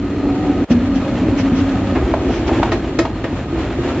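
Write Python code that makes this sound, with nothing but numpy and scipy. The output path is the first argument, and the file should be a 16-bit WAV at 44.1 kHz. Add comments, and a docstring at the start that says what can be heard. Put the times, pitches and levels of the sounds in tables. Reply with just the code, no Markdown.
"""A factory yard, where a potato washer is heard from three places in turn: hopper, drain and outlet.
Potatoes tumble, rub and thud in the steel drum over the rumble and hum of the drive.
Water splashes, bubbles and surges, and wet steel panels ring thinly. The level dips briefly
before the drain. At the outlet, potatoes bang on a steel chute and drop into a plastic basket."""
import sys
import numpy as np
from scipy import signal
from scipy.fft import rfft, irfft
from scipy.io import wavfile
from scipy.ndimage import uniform_filter1d

SR = 44100
rng = np.random.default_rng(int(sys.argv[2]) if len(sys.argv) > 2 else 0)


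def file_out(sig):
    """Save sig as 16-bit WAV at sys.argv[1]."""
    # one column per channel
    cols = np.atleast_2d(sig).T
    # limit, then scale
    lim = np.clip(cols, -1, 1)
    pcm = np.round(lim * 32767).astype(np.int16)
    wavfile.write(sys.argv[1], SR, pcm)


N = 176400
T = np.arange(N) / SR


def gain(db):
    """Turn decibels into a number to multiply by."""
    return 10 ** (np.asarray(db) / 20)


def unit(x):
    """Scale a sound to an average (rms) level of 1."""
    return x / np.sqrt(np.mean(x ** 2) + 1e-18)


def unit_hit(x):
    """Give one hit the energy of 40 ms of sound at level 1."""
    return x / np.sqrt(np.sum(x ** 2) / (.04 * SR))


def curve(rows):
    """Join (seconds, dB) points into a changing gain."""
    return gain(np.interp(T, *np.array(rows).T))


def wander(rate):
    """Drift at random, taking `rate` new turns a second."""
    step = int(SR / rate)
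    held = np.repeat(rng.standard_normal(N // step + 1), step)
    return unit(uniform_filter1d(held, step)[:N])


def colour(x, points):
    """Shape a sound by (Hz, dB) points; beyond them it falls 24 dB an octave."""
    hz, db = np.array(points).T
    octave = np.log2(np.maximum(np.fft.rfftfreq(N, 1 / SR), 1))
    outside = np.abs(octave - np.clip(octave, np.log2(hz[0]), np.log2(hz[-1])))
    return irfft(rfft(x) * gain(np.interp(octave, np.log2(hz), db) - 24 * outside), N)


def ring(x, notes):
    """Make an object ring at its (Hz, width in Hz, dB) notes; narrow ones last longer."""
    return sum(gain(db) * signal.lfilter(*signal.iirpeak(hz, hz / width, fs=SR), x)
               for hz, width, db in notes)


def soften(x, hz):
    """Soft flesh dulls a blow above this frequency."""
    return signal.sosfilt(signal.butter(2, min(hz, .4 * SR), fs=SR, output="sos"), x)


def taps(per_second, spread_db):
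    """Tiny random blows of uneven size."""
    happens = rng.random(N) < per_second / SR
    size = np.minimum(rng.exponential(size=N), 4)
    return happens * rng.choice([-1, 1], N) * gain(spread_db * size)


def burst(start, decay_s, rise_s=.005):
    """Noise that builds quickly and dies away."""
    age = np.maximum(T - start, 0)
    return rng.standard_normal(N) * (1 - np.exp(-age / rise_s)) * np.exp(-np.minimum(age / decay_s, 20))


def strike(start, decay_s=.005, rub_db=-6):
    """A firm blow, then the rough rub of the skin."""
    rub = burst(start, decay_s)
    return signal.unit_impulse(N, int(start * SR)) + gain(rub_db) * rub / np.sqrt(np.sum(rub ** 2))


# The drum's notes at each place. Each row: pitch in Hz, width in Hz, strength in dB.
HOPPER_NOTES = [(203, 27, -1), (254, 28, -0.5), (277.9, 16, 13.5), (356.6, 9.1, 7.5)]
DRAIN_NOTES = [(196.8, 9.2, -0.5), (247.7, 12, 3.5), (274.8, 16, 1.5), (546.4, 7.8, -2.5)]
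OUTLET_NOTES = [(65, 14, 6), (115, 26, 0), (264.6, 27, 6), (327, 16, 8.5), (363.5, 11, 2.5),
                (620, 110, -8.5)]
# How loud the tumbling is. Each row: time in seconds, level in dB.
TUMBLE_LEVEL = [(0, -22), (.25, -17), (.6, -15), (.85, -21), (1.3, -16.5), (1.75, -23), (2.05, -14),
                (2.14, -20.5), (2.3, -15.5), (2.43, -21.5), (2.52, -15), (2.68, -20.5), (3.2, -28),
                (3.47, -39.5), (3.58, -21), (3.71, -27), (4, -20.5)]

def tumbling(notes):
    """Many soft potato knocks keep the steel drum ringing."""
    knocks = soften(taps(per_second=300, spread_db=2.2), hz=505)
    return unit(ring(knocks, notes)) * curve(TUMBLE_LEVEL)


# The rumble's tone. Each row: frequency in Hz, strength in dB.
RUMBLE_TONE = [(34, 3), (50, -2), (115, 2.5), (160, -6.5), (300, 1.5), (450, -18.5), (850, -27)]
# Its level in dB at the hopper, drain and outlet.
RUMBLE_DB = (-23, -22.5, -23)

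def rumble(place):
    """The drive and frame shake with a deep noise."""
    return gain(RUMBLE_DB[place]) * unit(colour(rng.standard_normal(N), RUMBLE_TONE))


# The drive's tones. Each row: pitch in Hz, level in dB.
HUM_NOTES = [(52, -33), (93, -34)]

def drive_hum(waver=.015):
    """The drive hums low, wavering a little in pitch."""
    out = 0
    for hz, db in HUM_NOTES:
        pitch = hz * (1 + waver * wander(10))
        out += gain(db) * unit(np.sin(2 * np.pi * np.cumsum(pitch) / SR))
    return out


def bubbles(per_second=260, cycles=26, rise=.12):
    """Each bubble gives a rising ping; higher ones are shorter and weaker."""
    out = np.zeros(N + SR)
    for when, pitch, size in rng.random((int(per_second * N / SR), 3)):
        hz = 700 * 7 ** pitch
        age = np.arange(int(2 * cycles * SR / hz)) * hz / SR / cycles
        ping = np.sin(2 * np.pi * cycles * age * (1 + rise * age / 2))
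        start = int(when * N)
        out[start:start + len(age)] += size ** 2 * np.exp(-3 * age) * ping * 700 / hz
    return unit(out[:N])


# The tone of the splashing. Each row: frequency in Hz, strength in dB.
SPLASH_TONE = [(300, 6), (600, 7.5), (1000, -1), (1600, -3.5), (2600, -7), (3400, -11.5), (4800, -21.5),
               (7600, -25.5)]
# The flow of water. Each row: time in seconds, level in dB.
FLOW_LEVEL = [(0, -33.5), (.4, -30.5), (.85, -29), (1.05, -28), (2.05, -27.5), (2.4, -27.5), (2.58, -24),
              (2.8, -28.5), (2.92, -30.5), (3.17, -33.5), (3.3, -29.5), (3.48, -32), (3.59, -26.5),
              (3.7, -30.5), (3.9, -24), (4, -27.5)]

def splashing(flicker_db=1.4, bubble_db=-10):
    """Thousands of drops and some bubbles swell and fade with the flow."""
    drops = unit(colour(taps(per_second=5000, spread_db=2), SPLASH_TONE))
    flicker = gain(flicker_db * wander(25.02))
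    return curve(FLOW_LEVEL) * (drops * flicker + gain(bubble_db) * bubbles())


# The panels' notes. Each row: pitch in Hz, width in Hz, strength in dB.
PANEL_NOTES = [(1254, 37, 9.5), (1836, 70, -3), (2482, 7.3, -1), (4210, 21, -3.5)]

def panels(db):
    """Tiny taps make the wet steel panels ring thinly."""
    return gain(db) * unit(ring(taps(per_second=300, spread_db=2.2), PANEL_NOTES))


def swell(peak, half_length):
    """A smooth rise and fall around one moment."""
    return np.exp(-((T - peak) / half_length) ** 2 / 2)


# Drum groans. Each row: peak time in seconds, half length in seconds, pitch in Hz, level in dB.
GROANS = [(0.415, 0.32, 284.9, -25), (.43, 0.12, 745, -30.5), (0.959, 0.042, 271.1, -15.5),
          (1.603, 0.2, 273, -17)]

def groans(wander_hz=7.016, flutter_db=.5):
    """Potatoes stick and slip on the drum wall, drawing out an unsteady tone."""
    out = 0
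    for peak, half_length, hz, db in GROANS:
        tone = np.sin(2 * np.pi * np.cumsum(hz + wander_hz * wander(45)) / SR)
        out += gain(db) * swell(peak, half_length) * unit(tone * gain(flutter_db * wander(40)))
    return out


# Thuds in the drum. Each row: start in seconds, level in dB, pitch in Hz.
THUDS = [(0.706, -11, 222.7), (0.723, -13, 241.4), (0.745, -18.5, 245.5), (.82, -19.5, 262.6),
         (1.23, -20.5, 238.5), (1.286, -15, 290), (1.399, -15, 263.3), (1.52, -13, 243), (1.59, -15, 258),
         (1.819, -17, 268.5), (1.96, -21.5, 301), (2.521, -18.5, 333), (2.60, -16, 280),
         (3.329, -25.5, 256), (3.527, -21.5, 325.5), (3.787, -18, 339.5), (3.85, -18.5, 351.5)]
# The wall's notes. Each row: multiple of the thud's pitch, width in Hz, strength in dB.
WALL_NOTES = [(0.371, 13, 0.5), (0.729, 21, -5.5), (1.001, 13, 6)]

def thuds():
    """Heavy potatoes hit the drum wall, which rings low."""
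    out = 0
    for start, db, hz in THUDS:
        wall = [(hz * multiple, width, note_db) for multiple, width, note_db in WALL_NOTES]
        out += gain(db) * unit_hit(ring(soften(strike(start), hz=505), wall))
    return out


# Water surges. Each row: peak time in seconds, half length in seconds, level in dB.
SURGES = [(0.719, 0.011, -25.5), (0.966, 0.017, -34), (1.397, 0.018, -27.5), (1.589, 0.03, -32.5),
          (2.349, 0.042, -32.5), (2.483, 0.0097, -28)]
# The spray's tone. Each row: frequency in Hz, strength in dB.
SPRAY_TONE = [(500, 6.5), (1200, 5), (2900, 5), (4000, -5.5), (5800, -5), (7800, -20)]

def surges():
    """Each surge of water throws a short, dense spray."""
    level = sum(gain(db) * swell(peak, half_length) for peak, half_length, db in SURGES)
    return level * unit(colour(taps(per_second=10000, spread_db=2), SPRAY_TONE))


# Hits on the chute. Each row: start in seconds, level in dB, contact time in seconds,
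# slap compared with clang in dB, frequency in Hz above which the hit is dulled.
CHUTE_HITS = [(1.952, -22, 0.018, 2.5, 1770), (2.716, -17, 0.016, -3.5, 4020),
              (2.987, -13.5, 0.0073, -5.5, 6900), (3.239, -23, 0.0094, 0, 2830)]
# The chute's notes. Each row: pitch in Hz, width in Hz, strength in dB.
CHUTE_NOTES = [(338, 16, 7.5), (586, 20, -4.5), (651, 18, -1.5), (1267, 80, -9.5), (1858, 15, 7),
               (2110, 100, -6.5), (2470, 58, -3)]
# The tone of a wet, peeled potato's slap. Each row: frequency in Hz, strength in dB.
SLAP_TONE = [(200, -2), (500, 4.5), (1000, -2.5), (2400, -7), (4300, -12.5), (7600, -16)]

def chute_bangs(squash_s=.003):
    """A wet potato slaps down, squashes a little and sets the steel clanging."""
    out = 0
    for start, db, contact_s, slap_db, dull_hz in CHUTE_HITS:
        slap = colour(burst(start, contact_s), SLAP_TONE)
        clang = ring(soften(strike(start + squash_s, contact_s), hz=1200), CHUTE_NOTES)
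        bang = unit_hit(clang) + gain(slap_db) * unit_hit(slap)
        out += gain(db) * unit_hit(soften(bang, dull_hz))
    return out


# Drops into the basket. Each row: start in seconds, level in dB, pitch in Hz,
# wet smack compared with knock in dB.
BASKET_HITS = [(2.139, -17.5, 710, -17), (2.492, -26, 900, -9), (2.629, -16.5, 880, -3.5),
               (3.052, -24.5, 950, -4)]
# The basket's notes. Each row: pitch in Hz, width in Hz, strength in dB.
BASKET_NOTES = [(430, 34, 1), (655, 70, 8.5), (998, 51, -11), (1360, 70, -7.5)]

def basket_drops(flesh_width_hz=330, give_s=.003, plastic_db=-2):
    """A potato lands with a hollow knock and a smack; the plastic gives and rings."""
    out = 0
    for start, db, hz, smack_db in BASKET_HITS:
        flesh = [(hz, flesh_width_hz, 0)]
        knock = ring(ring(strike(start), flesh), flesh)
        plastic = ring(soften(strike(start + give_s), hz=1720), BASKET_NOTES)
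        smack = soften(colour(burst(start, decay_s=.005), SLAP_TONE), hz=3200)
        landing = unit_hit(knock) + gain(plastic_db) * unit_hit(plastic) + gain(smack_db) * unit_hit(smack)
        out += gain(db) * unit_hit(landing)
    return out


def yard_echo(x, echo_s=.17, echo_db=-8):
    """Walls and steel add a short, blurred echo."""
    tail = burst(.006, echo_s / np.log(1000))  # falls 60 dB in echo_s
    return x + gain(echo_db) * signal.fftconvolve(x, tail / np.sqrt(np.sum(tail ** 2)))[:N]


def fade_in(moment, fade_s=.012):
    """Go quickly from 0 to 1 around a moment."""
    return np.clip((T - moment) / fade_s + .5, 0, 1)


# The brief dip between hopper and drain. Each row: time in seconds, level change in dB.
LEVEL_DIP = [(.646, 0), (.65, -27), (.671, -42), (.693, -20), (.705, 0)]

def washer(drain_start_s=.67, outlet_start_s=1.95):
    """The whole machine, heard from three places in turn."""
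    hopper, outlet = 1 - fade_in(drain_start_s), fade_in(outlet_start_s)
    drain = 1 - hopper - outlet
    places = [(hopper, HOPPER_NOTES), (drain, DRAIN_NOTES), (outlet, OUTLET_NOTES)]
    drum = sum(share * (tumbling(notes) + rumble(i)) for i, (share, notes) in enumerate(places))
    machine = drum + panels(db=-40 - 2.5 * outlet) + groans() + drive_hum()
    hits = yard_echo(thuds() + chute_bangs() + basket_drops())
    water = splashing() + surges()
    dip = curve(LEVEL_DIP)
    return dip * (machine + hits) + np.cbrt(dip) * water  # water dips a third as many dB


# Stereo width. Each row: frequency in Hz, sides compared with middle in dB.
STEREO_WIDTH = [(30, -57.5), (250, -25), (500, -22.5), (1000, -18.5), (2000, -11), (4000, -1), (7500, 1)]

def scene():
    """The bass sits in the middle and the treble spreads wide."""
    middle = washer()
    side = colour(signal.hilbert(washer()).imag, STEREO_WIDTH)  # waves shifted a quarter cycle
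    return np.array([middle + side, middle - side])


def record(dry, low_cut_hz=42, ceiling=1.2, top_hz=7550):
    """The microphone drops the deep bass, rounds the peaks and cuts the top."""
    x = signal.sosfilt(signal.butter(4, low_cut_hz, "high", fs=SR, output="sos"), dry)
    rounded = ceiling * np.tanh(x / ceiling)
    return signal.sosfilt(signal.ellip(10, .2, 85, top_hz, fs=SR, output="sos"), rounded)


dry = scene()
out = record(dry)
file_out(out)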